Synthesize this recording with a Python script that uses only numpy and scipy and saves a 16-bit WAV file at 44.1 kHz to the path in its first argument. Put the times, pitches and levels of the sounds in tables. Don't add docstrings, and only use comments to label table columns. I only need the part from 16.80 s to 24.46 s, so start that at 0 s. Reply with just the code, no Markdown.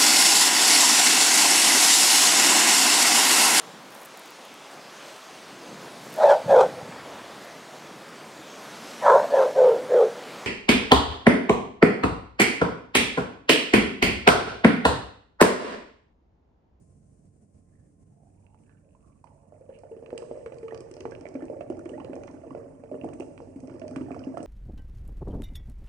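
import sys
import numpy as np
from scipy import signal
from scipy.fft import rfft, irfft, next_fast_len
from scipy.io import wavfile
from scipy.ndimage import uniform_filter1d

SR = 44100
rng = np.random.default_rng(int(sys.argv[2]) if len(sys.argv) > 2 else 0)


def master_out(mix):
    frames = np.transpose(np.atleast_2d(mix))
    ceiling = np.clip(frames, -1, 1)
    pcm = np.round(ceiling * 32767).astype(np.int16)
    wavfile.write(sys.argv[1], SR, pcm)


N = 337806
TIME = np.arange(N) / SR


def gain_of(db):
    return 10 ** (np.asarray(db) / 20)


def unit_rms(x):
    return x / np.sqrt(np.mean(x ** 2) + 1e-20)


def at_frequency(points, hz):
    f, value = np.transpose(points)
    return np.interp(np.log(hz + 1), np.log(f + 1), value)


def at_time(rows, s, column=1):
    rows = np.array(rows)
    return np.interp(s, rows[:, 0], rows[:, column])


def add(mix, s, sound):
    part = mix[..., max(round(s * SR), 0):][..., :sound.shape[-1]]
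    part += sound[..., :part.shape[-1]]


def colour(x, spectrum, size=2048):
    log_gain = np.log(gain_of(at_frequency(spectrum, abs(np.fft.fftfreq(size, 1 / SR)))))
    taps = np.fft.ifft(np.exp(np.conj(signal.hilbert(log_gain)))).real
    return signal.oaconvolve(x, taps)[:len(x)]


def drift(per_s):
    knots = rng.standard_normal(4096)
    return np.interp(TIME * per_s, np.arange(len(knots)), knots)


# f/Hz, coherence (0 to 1)
COHERENCE = [(60, 1), (260, 0.67), (520, 0), (1000, 0), (2500, 0)]
def diffuse_field(length):
    hz = np.fft.rfftfreq(length, 1 / SR)
    right, independent = rfft(rng.standard_normal((2, length)))
    shared = np.clip(at_frequency(COHERENCE, hz), 0, 1)
    left = shared * right + np.sqrt(1 - shared ** 2) * independent
    return hz, np.array([left, right])


# f/Hz, relative spectral density/dB
NOISE_LEFT = [(20, -3.5), (55, 2), (100, 6), (200, 1.5), (400, -12), (680, -13), (900, -30), (1500, -36),
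              (2500, -33.5), (3600, -43), (6000, -29.5), (8500, -21), (10000, -22.5)]
NOISE_RIGHT = [(20, -28), (55, -2.5), (100, -3.5), (200, -6.5), (400, -14.5), (680, -19.5), (900, -32),
               (1500, -38), (2500, -44.5), (3600, -53.5), (6000, -41.5), (8000, -41), (10000, -53)]
# t/s, relative level/dB
HISS_LEVEL = [(0, 1.5), (1.1, -1), (2.3, -1), (2.7, 0.5), (7.66, 2.5)]
def background(left_db=-62, right_db=-58.5, waver_db=2.04, treble_hz=4000):
    hz, spectra = diffuse_field(next_fast_len(N))
    spectra = spectra * gain_of([at_frequency(NOISE_LEFT, hz), at_frequency(NOISE_RIGHT, hz)])
    rumble = irfft(spectra * (hz < treble_hz))[:, :N]
    hiss = irfft(spectra * (hz >= treble_hz))[:, :N]
    left, right = rumble + hiss * gain_of(at_time(HISS_LEVEL, TIME))
    noise = np.array([gain_of(left_db) * unit_rms(left), gain_of(right_db) * unit_rms(right)])
    return noise * gain_of(waver_db * drift(48))


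# f/Hz, level/dB
MOTOR_PARTIALS = [(96.9, -64.5), (145.3, -67.5), (172.3, -74), (216, -73), (269.2, -76.5), (292, -76.5),
                  (445, -80.5), (1050, -88.5)]
def motor_hum(waver_db=4, wander_rad=0.34):
    tones = np.zeros(N)
    for hz, db in MOTOR_PARTIALS:
        amplitude = np.sqrt(2) * gain_of(db + waver_db * drift(10))
        tones += amplitude * np.sin(2 * np.pi * hz * TIME + wander_rad * drift(5.9))
    return tones


def bubble(hz, cycles, rise):
    turns = np.arange(int(7 * cycles / hz * SR) + 8) * hz / SR
    attack_cycles = 0.23 + 0.14 * min(cycles, 10)
    envelope = (1 - np.exp(-turns / attack_cycles)) * np.exp(-turns / cycles)
    return envelope / envelope.max() * np.sin(2 * np.pi * turns * (1 + rise * turns / cycles))


# t/s, duration/s, level/dB, f/Hz
TRICKLE_RUNS = [(0.85, 0.25, -77, 1800), (1.271, 0.28, -70.5, 718), (1.505, 0.38, -74, 880),
                (1.399, 1.23, -78.5, 2500), (1.826, 0.21, -71.5, 1570), (2.023, 0.083, -66, 577),
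                (2.175, 0.22, -71, 1160), (2.436, 0.12, -65.5, 867), (2.909, 0.094, -59.5, 2570)]
def trickles(octaves=0.17, cycles=4, spread_db=6, rise=0.0049, count=60):
    out = np.zeros(N)
    for start, length, level_db, centre_hz in TRICKLE_RUNS:
        run = np.zeros(round(length * SR))
        for when, size, strength in rng.random((count, 3)):
            hz = centre_hz * 2 ** (octaves * (2 * size - 1))
            add(run, when * length, gain_of(spread_db * strength) * bubble(hz, cycles, rise))
        swell = np.sin(np.linspace(0, np.pi, len(run)))
        add(out, start, gain_of(level_db) * unit_rms(run * swell))
    return out


# t/s, level/dB, f/Hz, decay/cycles, splash level/dB
PLOPS = [(1.6659, -48.5, 2560, 5.7, -61), (1.745, -45.5, 935, 1.3, -57), (1.8938, -50.5, 1590, 4.7, -51),
         (2.149, -50.5, 984, 6.7, -72), (2.4411, -37.5, 952, 4.2, -54), (2.471, -50.5, 1080, 1.9, -48),
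         (2.7224, -40, 604, 1.8, -78), (2.8101, -42, 530, 6.2, -75), (2.8912, -32, 529, 4.5, -53),
         (3.035, -34.5, 680, 1.34, -53), (3.113, -31.5, 445.5, 5.7, -63), (3.1655, -33, 425, 3.1, -48.5),
         (3.226, -32, 490, 0.89, -56), (3.2612, -33, 2480, 2.9, -43), (3.291, -36.5, 507, 1.4, -70),
         (3.3051, -32, 2180, 0.97, -43), (3.3287, -20.5, 484, 1.35, -50), (3.349, -32.5, 467, 5.1, -70),
         (3.3778, -22.5, 2700, 2.7, -44), (3.4204, -27.5, 483, 2, -44), (3.4252, -40, 995, 4.5, -62),
         (3.4835, -38, 470, 2.2, -61), (3.512, -22, 527, 1.24, -40.5), (3.553, -33.5, 527, 2.7, -50),
         (3.5735, -33.5, 563, 2.8, -66), (3.6605, -30, 481, 4.3, -30), (3.7205, -32, 536, 1.7, -37.5),
         (3.77, -36.5, 475, 1.8, -54), (3.8295, -29, 438, 7, -42), (3.8812, -40, 1190, 5.8, -34),
         (3.908, -38.5, 1860, 19, -42), (3.9234, -24.5, 645, 0.55, -54), (3.945, -37, 504, 1.5, -34.5),
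         (4.004, -35.5, 353, 2.5, -43.5), (4.112, -36.5, 351, 2.7, -43.5), (4.167, -30, 544, 0.83, -44.5),
         (4.203, -34.5, 354, 2.2, -57.5), (4.208, -29.5, 2600, 2.8, -47), (4.2539, -17.5, 800, 0.48, -34),
         (4.3195, -38, 1580, 15, -36.5), (4.3205, -32.5, 494, 3.3, -62), (4.351, -30, 2510, 2.5, -44),
         (4.41, -36, 304, 2, -45.5), (4.4535, -31.5, 621, 3.6, -46), (4.455, -29.5, 2160, 3.7, -58),
         (4.467, -29.5, 2160, 3.3, -61), (4.5514, -28.5, 276, 2.7, -38.5), (4.552, -28, 552, 3.8, -56),
         (4.5545, -33.5, 2300, 5.2, -55), (4.606, -39.5, 1290, 2.4, -49), (4.61, -51, 1773, 69, -72),
         (4.622, -28, 576, 1.6, -39), (4.623, -31, 318, 5, -67), (4.683, -41, 2470, 5, -60),
         (4.6992, -23, 524, 2.2, -61), (4.7255, -30.5, 510, 1.9, -61), (4.7643, -31.5, 563, 6, -57),
         (4.808, -26.5, 648, 3.2, -31.5), (4.9005, -22.5, 342, 3, -41), (4.901, -23.5, 604, 1.4, -49),
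         (4.9235, -27.5, 580, 1.45, -63), (4.993, -37, 1350, 3.2, -55), (5.057, -29, 340, 4.4, -36),
         (5.0927, -39.5, 2870, 12, -41), (5.097, -34, 488, 3.9, -60), (5.116, -35, 338, 2.8, -50),
         (5.133, -32, 580, 5.4, -62), (5.137, -42, 1870, 24, -63), (5.179, -34, 820, 5, -44),
         (5.2, -37, 1040, 4.8, -37), (5.205, -43, 2860, 8, -50), (5.2467, -31, 2580, 1.3, -36.5),
         (5.2963, -29, 348, 1.9, -68), (5.3315, -28.5, 590, 3.2, -34.5), (5.3635, -25.5, 548, 1.6, -43),
         (5.435, -49, 1230, 2.3, -37), (5.4775, -38, 2480, 0.58, -36.5), (5.538, -35, 285, 2.3, -56),
         (5.636, -36, 640, 5.8, -71), (5.666, -33.5, 474, 2.3, -59), (5.705, -50, 2750, 9, -68),
         (5.7067, -34, 1057, 4.9, -63), (5.7492, -23, 584, 1.1, -43.5), (5.774, -28.5, 510, 0.98, -45),
         (6.0369, -30, 566, 1.24, -43.5), (6.1142, -25.5, 587, 3.7, -49), (6.12, -28, 358, 2.4, -61.5),
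         (6.1435, -25, 440, 0.82, -57), (6.213, -33, 2650, 8.1, -68), (6.2358, -26, 286, 1.6, -42),
         (6.244, -23, 680, 2.1, -54), (6.257, -26.5, 300, 1.6, -60), (6.2875, -35.5, 660, 1.5, -39),
         (6.314, -46, 277, 1.6, -57), (6.333, -39, 2490, 1.3, -37.5), (6.399, -29.5, 700, 0.88, -58),
         (6.3993, -25, 346, 2.6, -41), (6.4062, -29.5, 2610, 5.7, -54), (6.422, -27.5, 590, 1.1, -39),
         (6.578, -37, 2700, 1.8, -40), (6.603, -31.5, 844, 0.86, -59), (6.671, -37.5, 258, 1.8, -61.5),
         (6.759, -35, 262, 1.7, -50), (6.8283, -36, 250, 3.9, -74), (6.88, -38, 625, 5.7, -48),
         (6.897, -38, 1240, 1.1, -42.5), (6.94, -35, 351, 8.4, -42.5), (7.0155, -32, 635, 10, -35.5),
         (7.04, -38, 603, 18, -63), (7.112, -33.5, 255, 3.1, -67), (7.1605, -27, 1410, 0.76, -27),
         (7.164, -24, 289, 1.54, -54), (7.2098, -25.5, 293, 2.1, -36), (7.284, -34.5, 710, 3.5, -64),
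         (7.306, -32.5, 1178, 2.8, -49), (7.307, -27.5, 687, 2.6, -59), (7.3165, -33.5, 2410, 6.7, -51),
         (7.3452, -32, 1220, 2.1, -39), (7.3646, -28, 650, 1.9, -47), (7.388, -31, 247, 2.3, -57),
         (7.4383, -35.5, 2760, 7.8, -53), (7.4695, -24.5, 272, 1.7, -52), (7.541, -31.5, 638, 5.8, -66),
         (7.5713, -23.5, 670, 3.5, -32), (7.572, -28, 1260, 5.1, -54), (7.603, -33.5, 296, 2.7, -39),
         (7.629, -28.5, 580, 2.4, -51)]
# t/s, f/Hz
PLUNGE_PITCH = [(1.3, 624), (2.7, 583), (3.2, 479), (4.2, 449), (4.7, 447), (7.66, 387.5)]
# f/Hz of the first, relative level/dB
SECOND_LEVEL = [(300, -10), (600, -9), (1200, -16.5)]
def plops(low_db=-2.0, high_db=1, decay_scale=0.76, rise=0.011, chirp=0.026, second_delay_s=0.00819):
    out = np.zeros(N)
    for s, db, hz, cycles, _ in PLOPS:
        smallness = at_frequency([(500, 0.0088), (1500, 1)], hz)
        glide = rise + smallness * (chirp - rise)
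        first = bubble(hz / (1 + glide), decay_scale * cycles, glide)
        second = bubble(at_time(PLUNGE_PITCH, s), cycles=1.19, rise=rise)
        add(out, s, gain_of(db + low_db + smallness * (high_db - low_db)) * first)
        add(out, s + second_delay_s, gain_of(db + at_frequency(SECOND_LEVEL, hz)) * second)
    return out


# f/Hz, gain/dB
TICK_SPECTRUM = [(900, -20.5), (1800, -1), (2700, 1), (3600, -12), (4800, -5), (6200, -0.5), (8300, -13.5),
                 (10000, -28)]
# f/Hz, level/dB re the splash, decay/cycles
FRAGMENTS = [(1158, -6.5, 1.13), (2323, -3, 2.7)]
def splashes(snap_db=-14, snap_s=0.0032, crackle_db=-3.5, crackle_s=0.012, octaves=0.19, lag_s=0.0035):
    snaps, crackle, pips = np.zeros((3, N))
    t = np.arange(1024) / SR
    for s, _, _, _, splash_db in PLOPS:
        noise = gain_of(splash_db) * rng.standard_normal(len(t))
        add(snaps, s, gain_of(snap_db) * noise * np.exp(-t / snap_s))
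        add(crackle, s, gain_of(crackle_db) * noise * np.exp(-t / crackle_s))
        for hz, db, cycles in FRAGMENTS * 2:
            size, late = rng.random(2)
            pip = bubble(hz * 2 ** (octaves * (2 * size - 1)), cycles, rise=0.036)
            add(pips, s + lag_s * late ** 2, gain_of(splash_db + db) * pip)
    crackle_band = signal.butter(4, [800, 3100], "band", fs=SR, output="sos")
    return pips + colour(snaps, TICK_SPECTRUM) + signal.sosfilt(crackle_band, crackle)


# t/s, large bubbles/dB, smaller bubbles/dB, spray/dB
CHURN_LEVELS = [(2.4, -51, -70, -84), (2.71, -54.5, -77, -85), (3.34, -45.5, -65.5, -56.5),
                (4.05, -45, -65, -63), (4.83, -44.5, -67.5, -67), (5.26, -42, -64, -70),
                (5.51, -45.5, -63.5, -66), (6.05, -48, -68.5, -75.5), (6.27, -44, -62, -70.5),
                (6.41, -47, -66.5, -69), (6.66, -48.5, -74, -71), (6.88, -46, -67.5, -70.5),
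                (7.1, -41.5, -59, -69.5), (7.66, -43.5, -63, -66)]
LARGE, SMALLER, SPRAY = 1, 2, 3
PLUNGE_START_S = CHURN_LEVELS[0][0]
def churn(column, onset_s=0.3):
    onset = np.clip((TIME - PLUNGE_START_S) / onset_s, 0, 1)
    return gain_of(at_time(CHURN_LEVELS, TIME, column)) * onset


def swarm(pitch, octaves, cycles, spread_db, count, column):
    out = np.zeros(N)
    for k, (when, size, strength, life) in enumerate(rng.random((count, 4))):
        s = (k + 2 * when) / count * N / SR
        hz = at_time(pitch, s) * 2 ** (at_time(octaves, s) * (2 * size - 1))
        add(out, s, gain_of(spread_db * strength ** 3) * bubble(hz, cycles * (.5 + life), rise=0.018))
    return unit_rms(out) * churn(column)


def gurgle(large_db=-4.0, medium_db=4.5, small_db=2.5):
    widening = [(4.15, 0.18), (4.6, 0.78)]
    large = swarm(PLUNGE_PITCH, widening, cycles=2.3, spread_db=4.5, count=700, column=LARGE)
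    medium = swarm([(0, 1068)], [(0, 0.51)], cycles=2.8, spread_db=14, count=1500, column=SMALLER)
    small = swarm([(0, 2100)], [(0, .48)], cycles=3.8, spread_db=12, count=2000, column=SMALLER)
    return gain_of(large_db) * large + gain_of(medium_db) * medium + gain_of(small_db) * small


def thud(db=-12, hz=125, growth_db_per_s=2.0):
    drumming = swarm([(0, hz)], [(0, 0.3)], cycles=1.32, spread_db=10.0, count=400, column=LARGE)
    return gain_of(db + growth_db_per_s * (TIME - 5)) * drumming


def spray(ping_db=-4, fizz_db=-5.0, build_s=4.4, bursts_per_s=1800):
    pings = swarm([(0, 5800)], [(0, .35)], cycles=4, spread_db=7, count=3200, column=SPRAY)
    bursts = rng.standard_normal(N) * (rng.random(N) < bursts_per_s / SR)
    fizz = unit_rms(colour(bursts, TICK_SPECTRUM)) * churn(SPRAY)
    froth = np.clip((TIME - PLUNGE_START_S) / build_s, 0, 1)
    return froth * (gain_of(ping_db) * pings + gain_of(fizz_db) * fizz)


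def surge(settle_s=0.025, exponent=0.51, lull_s=0.016, lull_depth=0.081):
    kicks = np.zeros(N)
    for s, db, hz, _, _ in PLOPS:
        add(kicks, s, gain_of([db]) * np.sqrt(hz))
    stir = signal.lfilter([1], [1, -np.exp(-1 / (settle_s * SR))], kicks)
    opening = signal.lfilter([1], [1, -np.exp(-1 / (lull_s * SR))], kicks[::-1])[::-1]
    mean_stir = uniform_filter1d(stir, size=SR // 3) + 1e-3
    return (0.33 + 0.65 * stir / mean_stir) ** exponent / (1 + lull_depth * opening / mean_stir)


# t/s, relative level/dB, brightness/dB
IMPACTS = [(2.4413, -56, 5.5), (2.987, -52.5, 7.5), (3.377, -38.5, 6), (3.742, -50.5, -12),
           (3.783, -47, -7), (3.945, -37, -14), (3.975, -41, -10), (4.005, -41.5, 3), (4.112, -44, 0),
           (4.1383, -39.5, -16), (4.1656, -45, -18), (4.204, -34, -11), (4.309, -47, -1.5),
           (4.409, -48.5, -1), (4.486, -42, -6), (4.541, -52, 4), (4.653, -50.5, 4.5), (4.899, -52, 5),
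           (4.969, -52, -9), (4.991, -48.5, 4), (5.053, -51, 2), (5.0905, -49, 8.5), (5.354, -45, -0.5),
           (5.434, -45.5, -18), (5.472, -47, -11), (5.511, -48, -15), (6.244, -48.5, 6), (6.287, -51, -3),
           (6.335, -48, 7), (6.3982, -43, 7.5), (6.802, -50.5, 5), (6.872, -49, -7), (6.995, -46, -1),
           (7.079, -38, -7), (7.109, -49, 4.5), (7.1612, -41.5, 4), (7.344, -56, -4), (7.392, -49, -10),
           (7.4452, -46, -16), (7.577, -45, 2), (7.628, -41.5, 7)]
# f/Hz, level/dB, T60/s
TICK_RING = [(2444, -7, 0.051), (3107, -17, 0.035)]
# t/s, f/Hz
PING_PITCH = [(3.9, 4770), (5, 6400), (6.8, 6000), (7.1, 5150)]
def droplets(db=3, scatter_db=2.5, ping_db=2, ping_q=7, burst_s=0.0023, tail_db=-31, tail_s=0.059):
    out, t = np.zeros((2, N)), np.arange(SR // 3) / SR
    ring = sum(gain_of(ring_db - 60 * t / t60) * np.sin(2 * np.pi * hz * t)
               for hz, ring_db, t60 in TICK_RING)
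    for s, level_db, bright_db in IMPACTS:
        envelope = np.exp(-t / burst_s) + gain_of(tail_db + 2 * bright_db) * np.exp(-t / tail_s)
        resonator = signal.iirpeak(at_time(PING_PITCH, s), ping_q, fs=SR)
        pan_db = scatter_db * rng.standard_normal()
        for channel, sign in enumerate((1, -1)):
            tick = colour(rng.standard_normal(len(t)) * envelope, TICK_SPECTRUM)
            tick = colour(tick, [(6000, 0.0022), (8000, bright_db)])
            tick = tick + gain_of(ping_db) * signal.lfilter(*resonator, tick)
            impact = tick / abs(tick).max() + ring
            add(out[channel], s + 0.00089, gain_of(db + level_db + sign * pan_db) * impact)
    return out


# f/Hz, gain/dB
MOUTH_RESPONSE = [(25, -35), (60, -1.5), (110, -1), (900, 1), (1700, -4.5), (3150, -6.5), (3650, -12),
                  (4100, -0.5), (6100, -3), (6900, -6.5), (8200, 10)]
def mug_mouth(x):
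    return np.array([colour(side, MOUTH_RESPONSE) for side in x])


# f/Hz, gain/dB, T60/s
HOLLOW_MODES = [(129, -5.5, 0.14), (261.2, 2.5, 0.15), (333, -4.5, 0.17), (370.4, -3, 0.55),
                (451.4, -1.5, 0.16), (568.6, -8.5, 0.23), (602.6, -1, 0.18), (658, -7.5, 0.66),
                (711, -6, 0.067), (872, -5.5, 0.33), (1777, 2.5, 0.099)]
def hollows(x):
    t = np.arange(SR // 3) / SR
    response = np.zeros(len(t))
    for hz, db, t60 in HOLLOW_MODES:
        unity_peak = 2 * np.log(1000) / (t60 * SR)
        response += unity_peak * gain_of(db - 60 * t / t60) * np.cos(2 * np.pi * hz * t)
    return signal.oaconvolve(x, response[None], axes=1)[:, :N]


# delay/s on the right, relative level/dB
REFLECTIONS = [(.0035, -12), (.0059, -15.5), (0.0105, -14), (.020, -13), (.0244, -20.5), (0.0262, -23.5)]
def echoes(x, echo_db=-1, left_detour=1.035):
    out = np.zeros((2, N))
    dull = uniform_filter1d(x, size=9, axis=1)
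    for delay, db in REFLECTIONS:
        for channel, path in enumerate((left_detour, 1)):
            add(out[channel], delay * path, gain_of(db + echo_db) * dull[channel])
    return out


# f/Hz, T60/s
KITCHEN_T60 = [(200, 0.91), (600, 0.93), (2000, 2.5), (5000, 0.34), (9000, 2)]
# f/Hz, gain/dB
KITCHEN_SPECTRUM = [(100, 15), (300, 1), (600, 6.5), (1200, -7), (3000, -8), (5000, 5.5), (9000, -3.5)]
def reverberation(x, db=-5, build_s=0.0051):
    noise = irfft(diffuse_field(SR)[1])
    hz, t, bands = signal.stft(noise, SR, nperseg=256)
    decay = gain_of(-60 * t / at_frequency(KITCHEN_T60, hz)[:, None])
    build = 1 - np.exp(-(t / build_s) ** 2)
    tail = signal.istft(bands * decay * build, SR, nperseg=256)[1]
    tail = np.array([colour(side / np.linalg.norm(side), KITCHEN_SPECTRUM) for side in tail])
    return gain_of(db) * signal.fftconvolve(x, tail, axes=1)[:, :N]


# f/Hz, gain/dB re the right
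LEFT_SHADOW = [(100, -5.5), (260, -0.5), (450, -1), (600, -6.5), (800, -10.5), (1100, -15), (1750, -9),
               (2300, -15.5), (3000, -12), (3500, 2.5), (4200, -9), (5300, -7.5), (10000, 1.5)]
def microphones(near, far, blocked_db=-5, right_lag_s=0.00014):
    screened = colour(near[0], [(550, 0.0089), (1100, blocked_db), (3000, blocked_db), (5000, 0.019)])
    left = colour(far[0] + screened, LEFT_SHADOW)
    right = np.zeros(N)
    add(right, right_lag_s, far[1] + near[1])
    return np.array([left, right])


def scene():
    pour = trickles() + plops() + splashes() + surge() * (gurgle() + thud() + spray()) + droplets()
    direct = mug_mouth(pour)
    near = direct + hollows(direct) + echoes(direct)
    far = reverberation(near) + motor_hum()
    return microphones(near, far) + background()


def record(dry):
    cutoff_hz = 10050
    low_pass = signal.firwin(401, cutoff_hz, window=("kaiser", 8), fs=SR)
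    return signal.oaconvolve(dry, low_pass[None], "same")


dry = scene()
out = record(dry)
master_out(out)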